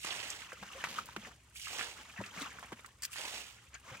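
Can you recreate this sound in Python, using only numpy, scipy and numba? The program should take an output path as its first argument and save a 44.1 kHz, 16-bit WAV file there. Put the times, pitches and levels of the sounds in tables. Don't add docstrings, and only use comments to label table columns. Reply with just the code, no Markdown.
import sys
import numpy as np
from scipy import signal
from scipy.fft import rfft, irfft, next_fast_len
from scipy.io import wavfile
from scipy.ndimage import uniform_filter1d
from numba import njit

SR = 44100
rng = np.random.default_rng(int(sys.argv[2]) if len(sys.argv) > 2 else 0)


def to_wav(s):
    ch = np.atleast_2d(s).T
    pcm = np.round(np.clip(ch, -1, 1) * 32767)
    wavfile.write(sys.argv[1], SR, pcm.astype(np.int16))


N = 176400
T = np.arange(N) / SR

# (f/Hz, gain/dB)
AIR_SPECTRUM = [(20, -21), (45, -8), (62, 9.5), (85, 0.5), (115, 4), (170, -9), (350, -13), (1000, -27),
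                (3000, -21), (5000, -24.5), (8000, -22), (15500, -41)]
CHURN_SPECTRUM = [(40, -35), (110, -10.5), (200, 2), (330, -9), (550, -4), (900, -21.5), (3000, -51)]
WASH_SPECTRUM = [(200, -29), (1500, -1.5), (3000, 3), (4200, -1.5), (7000, -5), (10000, -12), (15500, -18)]
SLOSH_SPECTRUM = [(50, -24.5), (180, 1.5), (400, -8), (700, -7.5), (1200, -2.5), (1900, -3), (3000, 2),
                  (4200, -7), (6800, -2.5), (9000, -13.5), (11500, -20), (15500, -20)]
SQUELCH_SPECTRUM = [(100, -34), (900, -16.5), (1700, 2.5), (2500, 1), (3300, -1), (4000, -7.5), (4750, 4.5),
                    (5400, -2.5), (6900, 0), (8500, 1.5), (10000, -11), (15500, -14)]
SLAP_SPECTRUM = [(60, -5), (200, 6), (1000, -0.5), (2900, 1), (3800, -4), (7500, -0.5), (11000, -7.5),
                 (15500, -21)]
MIST_SPECTRUM = [(1000, -40), (6000, -8), (10000, 8), (15500, -13)]
SPRAY_SPECTRUM = [(100, -53), (700, -19), (1500, -18), (2800, 5.5), (4000, -1.5), (7500, -0.5),
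                  (10000, -10.5), (12000, -12), (15500, -13)]
BULK_SPECTRUM = [(50, -27), (150, -9.5), (350, -6.5), (750, -4.5), (1250, -5.5), (2800, 2.5), (3700, -1.5),
                 (7000, -6.5), (10000, -11.5), (15500, -42)]
# (f/Hz, gain/dB)
POOL_BALANCE = [(100, 1), (1500, 1), (3000, -2), (3900, -0.5), (4600, 1), (6500, 2), (10000, 1),
                (13000, -2.5)]
LANDING_BALANCE = [(100, 0), (600, 2.5), (1400, -3.5), (2900, -14.5), (3900, -7), (4800, -5.5),
                   (6200, -4.5), (8300, 0.5), (10500, 0.5), (13000, -0.5)]
# (f/Hz, level/dB)
BANK_SCATTER = [(100, -30), (500, -13), (1500, -0.5), (3500, 0.5), (8000, -3.5), (13000, 10)]
# (peak t/s, churn level/dB, wash level/dB, rise/s, decay/s)
PUSHES = [(.635, -61.5, -59, 0.042, 0.013), (0.918, -55.5, -46.5, 0.092, 0.11),
          (1.27, -59, -66, 0.072, 0.042), (2.0, -59.5, -75, 0.018, 0.022), (2.42, -54, -50.5, 0.068, 0.028),
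          (2.56, -64.5, -64, 0.046, 0.23), (3.93, -60.5, -62, 0.059, 0.039)]
# (t/s, level/dB)
STIRRING = [(0, -71), (.46, -54), (.57, -56), (.68, -51), (.82, -50), (.92, -53), (.99, -42.5), (1.03, -57),
            (1.19, -59), (1.24, -50), (1.30, -53.5), (1.38, -68.5), (1.5, -69), (1.9, -77), (1.99, -51),
            (2.06, -56), (2.16, -54), (2.25, -51), (2.32, -54), (2.41, -41.5), (2.46, -49.5), (2.55, -55),
            (2.66, -55.5), (2.8, -61.5), (2.88, -61.5), (2.97, -72), (3.08, -59.5), (3.64, -64),
            (3.71, -67), (3.82, -65), (3.88, -51), (3.93, -52), (4, -55.5)]
# (t/s, level/dB, decay/s, treble tilt/(dB/oct))
SQUELCHES = [(.531, -51.5, 0.0027, 1), (0.8403, -47, 0.0017, 2), (1.057, -48, 0.0053, 12),
             (2.262, -47, 0.0037, -3), (2.419, -47.5, 0.0022, 4), (2.861, -51.5, .002, 3),
             (3.022, -42.5, 0.0012, 4.5), (3.030, -44, 0.0027, -2.5), (3.034, -36, 0.0049, 2),
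             (3.0464, -40, 0.0056, 1.5), (3.0515, -35.5, 0.001, 3), (3.131, -45, .003, 5),
             (3.733, -55, 0.013, -10), (3.742, -49, 0.0066, -9.5), (3.750, -47, 0.0077, -10)]
# (t/s, level/dB, f/Hz, glide/(oct/s), rise/s, decay/s)
GULPS = [(0.529, -43, 538, -10, 0.00098, 0.0067), (0.615, -46, 182, 1.5, 0.0082, 0.017),
         (0.646, -54, 1620, -11.5, 0.0071, 0.016), (.70, -48, 1153, 2, .004, 0.0091),
         (.743, -47, 514, 2.5, 0.02, 0.02), (.775, -51.5, 1070, -4.5, 0.0054, 0.013),
         (1.165, -37, 370, -17, 0.004, 0.0046), (1.172, -44.5, 200, 4.5, 0.006, 0.019),
         (2.186, -37.5, 194.6, 1, 0.013, 0.016), (2.188, -43, 111, 1, 0.0093, 0.024),
         (2.199, -40, 964, -0.5, 0.0062, 0.0078), (2.204, -41, 537, -1, 0.0071, 0.0053),
         (2.372, -44.5, 188.5, 2.5, 0.0092, 0.026), (2.412, -38, 270.6, 2, 0.0083, 0.0084),
         (2.722, -39, 344, -1, 0.004, 0.0026), (2.726, -47.5, 201, 8, 0.0036, 0.012),
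         (3.741, -44.5, 6900, -4, .002, .006), (3.753, -52.5, 1500, 3, 0.004, 0.019),
         (3.91, -51.5, 523, 2.5, 0.0072, 0.024), (3.915, -45.5, 125, -3.5, 0.0063, 0.014)]
# (t/s, level/dB, centre f/Hz, width/oct, splatter decay/s, side: 0 pool, 1 landing)
SLAPS = [(0.0474, -37, 2000, 2.5, 0.0048, 0.68), (.105, -35.5, 3080, 0.2, 0.0037, 1),
         (.229, -44.5, 2010, 0.17, 0.0033, 1), (0.303, -38.5, 7240, 0.61, 0.0014, 1),
         (.419, -45, 2150, 0.8, 0.0035, 1), (.520, -42.5, 1380, 0.48, 0.0064, 0.083),
         (.627, -43, 1100, 0.75, 0.011, 0), (.840, -31, 1610, 0.76, 0.01, 0),
         (0.87, -43.5, 1320, 0.71, 0.0057, 0.025), (.986, -34, 1330, 0.28, 0.0026, 0.2),
         (1.089, -47.5, 1110, 0.32, 0.0036, 0.73), (1.164, -37.5, 1160, 0.97, 0.0028, 0.34),
         (1.67, -44, 1300, 0.3, 0.0082, 0.43), (1.793, -34, 2130, 0.84, 0.0078, 1),
         (1.811, -34.5, 1570, 0.62, 0.0014, 0.56), (2.178, -41, 1800, 0.14, 0.02, 0),
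         (2.213, -41, 690, 1.4, 0.0066, 0.07), (2.238, -41.5, 2150, 0.44, 0.0083, 0),
         (2.419, -45, 1300, 4.1, 0.0056, 0.25), (2.586, -46, 1320, 0.53, 0.0094, 0.7),
         (2.628, -43.5, 1150, 0.79, 0.017, 0.68), (2.720, -43, 1060, 0.61, 0.0044, 0.47),
         (2.728, -44.5, 1310, 1.07, .004, 0.4), (2.846, -47.5, 1470, 0.54, 0.011, 1),
         (2.793, -54.5, 1200, 1.7, 0.0043, 0.42), (3.159, -45, 1310, 1.06, 0.0021, 0.96),
         (3.388, -49, 1330, 2.5, .008, 1)]
# (f/Hz, lateness: 0 first spray, 1 bulk)
LATENESS = [(700, 0.96), (3000, 0.49)]
# (spray t/s, bulk t/s, end t/s, spray gain/dB, bulk start gain/dB, bulk end gain/dB)
THROWS = [(-.02, 0.084, 0.32, -1.8, 2, -1.5), (1.555, 1.712, 1.824, 0.78, -1, 3),
          (3.118, 3.186, 3.383, 0, 0.5, -3)]


def amp(db):
    return 10 ** (np.asarray(db) / 20)


def unit_rms(x):
    return x / np.sqrt(np.mean(x ** 2) + 1e-20)


def burst(x, db, span_s=0.007):
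    return x / np.linalg.norm(x) * np.sqrt(span_s * SR) * amp(db)


def lookup(table, hz):
    f, value = np.transpose(table)
    return np.interp(np.log(hz + 1), np.log(f + 1), value)


def add(mix, at_s, sound):
    part = mix[:, max(round(at_s * SR), 0):][:, :sound.shape[1]]
    part += sound[:, :part.shape[1]]


def colour(x, db_at, size=2048):
    log_gain = np.log(amp(db_at(abs(np.fft.fftfreq(size, 1 / SR)))))
    taps = np.fft.ifft(np.exp(np.conj(signal.hilbert(log_gain)))).real
    return signal.fftconvolve(x, taps[:size // 2])[:len(x)]


def patter(spectrum, impacts):
    return unit_rms(colour(impacts, lambda hz: lookup(spectrum, hz)))


def clicks(per_s, spread_db, size=N):
    hit = rng.random(size) < per_s / SR
    strength = np.minimum(rng.exponential(1, size), 4)
    return hit * rng.choice([-1, 1], size) * amp(spread_db * strength)


def blow(t, decay_s, crackle_db):
    crackle = clicks(per_s=5400, spread_db=0.5, size=len(t)) * np.exp(-t / decay_s)
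    return (t == 0) + amp(crackle_db) * crackle / (np.linalg.norm(crackle) + 1e-12)


@njit
def pings(rows, life_cycles, bend, size):
    out = np.zeros(size)
    for first, cycles_per_sample, height, glide in rows:
        for k in range(min(int(5 * life_cycles / cycles_per_sample), size - int(first))):
            cycles = k * cycles_per_sample
            age = cycles / life_cycles
            envelope = height * min(cycles * 2, 1) * np.exp(-age)
            out[int(first) + k] += envelope * np.sin(2 * np.pi * cycles * (1 + bend * glide * age))
    return out


def bubbles(count, centre_hz, spread_oct, life_cycles, bend, spread_db):
    first = rng.random(count) * N
    strength = np.minimum(rng.exponential(1, count), 3)
    pitch, glide = rng.standard_normal((2, count))
    hz = np.clip(centre_hz * 2 ** (spread_oct * pitch), 150, 12000)
    height = amp(spread_db * strength) * np.sqrt(hz)
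    rows = np.column_stack([first, hz / SR, height, glide])
    return unit_rms(pings(rows, float(life_cycles), bend, N))


def clumps(per_s, depth_db):
    knots = rng.standard_normal(2000)
    return amp(depth_db * np.interp(T * per_s, np.arange(len(knots)), knots))


def shower(t, start_s, end_s, rise_s, fall_db_per_s):
    return np.exp(np.minimum(t - start_s, 0) / rise_s) * amp(-fall_db_per_s * np.maximum(t - end_s, 0))


def scatter(x, decay_s=0.0052, size=128):
    power = abs(signal.stft(x, nperseg=size)[2]) ** 2
    pole = np.exp(-size / SR / decay_s)
    halo = np.sqrt(signal.lfilter([0, 1 - pole], [1, -pole], power) + 1e-30)
    re, im = rng.standard_normal((2, 2) + halo.shape)
    return signal.istft(halo * (re + 1j * im), nperseg=size)[1][:, :len(x)]


def place(x, side, scatter_db=0, pad=512):
    n = next_fast_len(len(x) + pad)
    hz = np.fft.rfftfreq(n, 1 / SR)
    halo = scatter(np.pad(x, (pad, 0)))[:, pad:]
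    wet = amp(lookup(BANK_SCATTER, hz) + scatter_db)
    heard = (rfft(x, n) + wet * rfft(halo, n)) / np.sqrt(1 + wet ** 2)
    lean = amp((1.5 - side) * lookup(POOL_BALANCE, hz) + side * lookup(LANDING_BALANCE, hz))
    left_lag_s = (1 - side) * 33e-6 + side * 150e-6
    left = lean * np.exp(-2j * np.pi * hz * left_lag_s)
    pan = np.array([left, np.ones(len(hz))]) * np.sqrt(2 / (1 + lean ** 2))
    return irfft(heard * pan, n)[:, :len(x)]


def air(level_db=-65, widen_hz=1600):
    hz = np.fft.rfftfreq(N, 1 / SR)
    mid, wide = rfft(rng.standard_normal((2, N)))
    wide *= (hz + 100) / (hz + 100 + widen_hz)
    spectrum = np.array([mid + wide, mid - wide]) * amp(lookup(AIR_SPECTRUM, hz))
    return amp(level_db) * unit_rms(irfft(spectrum, N))


def pushes():
    churn = patter(CHURN_SPECTRUM, clicks(per_s=400, spread_db=2.5))
    wash = patter(WASH_SPECTRUM, clicks(per_s=2500, spread_db=7.5))
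    out = np.zeros(N)
    for peak_s, churn_db, wash_db, rise_s, decay_s in PUSHES:
        envelope = np.exp(-np.maximum((peak_s - T) / rise_s, (T - peak_s) / decay_s))
        out += (amp(churn_db) * churn + amp(wash_db) * wash) * envelope
    return place(out, side=0.28)


def mud_ticks(follow=0.43):
    impacts = clicks(per_s=70, spread_db=3)
    ticks = colour(impacts, lambda hz: (lookup(SQUELCH_SPECTRUM, hz) + lookup(MIST_SPECTRUM, hz)) / 2)
    level_db = -45.5 + follow * np.interp(T, *np.transpose(STIRRING))
    return place(unit_rms(ticks) * amp(level_db), side=0, scatter_db=-2.5)


def slosh():
    drips = unit_rms(clicks(per_s=3000, spread_db=3))
    ringing = bubbles(1100, centre_hz=1450, spread_oct=0.6, life_cycles=11, bend=0.0278, spread_db=2)
    fizz = (drips + amp(-2.5) * ringing) * clumps(per_s=73, depth_db=1.87)
    level_db = np.interp(T, *np.transpose(STIRRING))
    return place(patter(SLOSH_SPECTRUM, fizz) * amp(level_db), side=0)


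def squelches(size=6000):
    out, t = np.zeros((2, N)), np.arange(size) / SR
    for at_s, db, decay_s, tilt in SQUELCHES:
        crackle = blow(t, decay_s, crackle_db=4)
        crack = colour(crackle, lambda hz: lookup(SQUELCH_SPECTRUM, hz) + tilt * np.log2(1 + hz / 1000))
        add(out, at_s, place(burst(crack, db), side=0, scatter_db=0.5))
    return out


def gulps(waver_depth=0.035, flutter_db=1.5, size=10000):
    out, t = np.zeros((2, N)), np.arange(size) / SR
    for at_s, db, start_hz, oct_per_s, rise_s, decay_s in GULPS:
        waver, flutter = unit_rms(uniform_filter1d(rng.standard_normal((2, size)), 150))
        hz = start_hz * 2 ** (oct_per_s * t) * (1 + waver_depth * waver)
        envelope = np.minimum(t / rise_s, 1) * np.exp(-np.maximum(t - rise_s, 0) / decay_s)
        note = envelope * np.sin(2 * np.pi * np.cumsum(hz) / SR)
        add(out, at_s, place(amp(db + flutter_db * flutter) * note, side=0))
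    return out


def slaps(size=6000):
    out, t = np.zeros((2, N)), np.arange(size) / SR
    for at_s, db, centre_hz, width_oct, decay_s, side in SLAPS:
        def splatter_db(hz):
            detune = np.log2((hz + 20) / centre_hz) / width_oct
            resonance = amp(-55.5 / 4 * np.log10(1 + detune ** 4))
            floor = amp(-19.5) * width_oct
            return 20 * np.log10(resonance + floor) + lookup(SLAP_SPECTRUM, hz)

        splatter = colour(blow(t, decay_s, crackle_db=4.5), splatter_db)
        swell_s = 0.56 / (centre_hz * width_oct)
        pocket = t / swell_s * np.exp(-t / swell_s) * np.sin(2 * np.pi * centre_hz * t)
        slap = burst(splatter, 0) + burst(pocket, -5) / (1 + width_oct ** 2)
        add(out, at_s, place(burst(slap, db), side, scatter_db=-2.5))
    return out


def throws(spray_rise_s=0.009, bulk_rise_s=0.014, size=256):
    mist = patter(MIST_SPECTRUM, clicks(per_s=3000, spread_db=4))
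    spray = patter(SPRAY_SPECTRUM, clicks(per_s=2200, spread_db=4.5))
    drops = unit_rms(clicks(per_s=3000, spread_db=5))
    plops = bubbles(4000, centre_hz=1530, spread_oct=1.034, life_cycles=2.1, bend=0.022, spread_db=1.5)
    lumps = (drops + amp(-6) * plops) * clumps(per_s=160, depth_db=1.3)
    hz, frame_s, bulk_bands = signal.stft(patter(BULK_SPECTRUM, lumps), SR, nperseg=size)
    plinks = bubbles(800, centre_hz=2490, spread_oct=0.563, life_cycles=4.3, bend=0.029, spread_db=6)
    spatter = patter(BULK_SPECTRUM, plinks)
    out = np.zeros(N)
    for spray_s, bulk_s, end_s, spray_db, start_db, end_db in THROWS:
        mist_gain = amp(-53.5 + spray_db) * shower(T, spray_s, spray_s, spray_rise_s, fall_db_per_s=81)
        spray_gain = amp(-47.5 + spray_db) * shower(T, spray_s, end_s, spray_rise_s, fall_db_per_s=92)
        spatter_gain = amp(-53) * shower(T, spray_s, end_s + 0.031, spray_rise_s, fall_db_per_s=116)
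        arrival_s = spray_s + (bulk_s - spray_s) * lookup(LATENESS, hz)[:, None]
        band_gain = shower(frame_s, arrival_s, end_s, bulk_rise_s, fall_db_per_s=116)
        bulk = signal.istft(bulk_bands * band_gain, nperseg=size)[1][:N]
        bulk_gain = amp(-44 + np.interp(T, [bulk_s, end_s], [start_db, end_db]))
        swell = amp(np.interp(T, [spray_s, bulk_s], [-5, 0]))
        out += mist * mist_gain
        out += swell * (spray * spray_gain + spatter * spatter_gain + bulk * bulk_gain)
    return place(out, side=0.82)


def scene():
    return air() + pushes() + mud_ticks() + slosh() + squelches() + gulps() + slaps() + throws()


def record(dry):
    taps = signal.firwin(511, 15900, window=("kaiser", 9), fs=SR)
    return signal.oaconvolve(dry, taps[None], "same")


dry = scene()
out = record(dry)
to_wav(out)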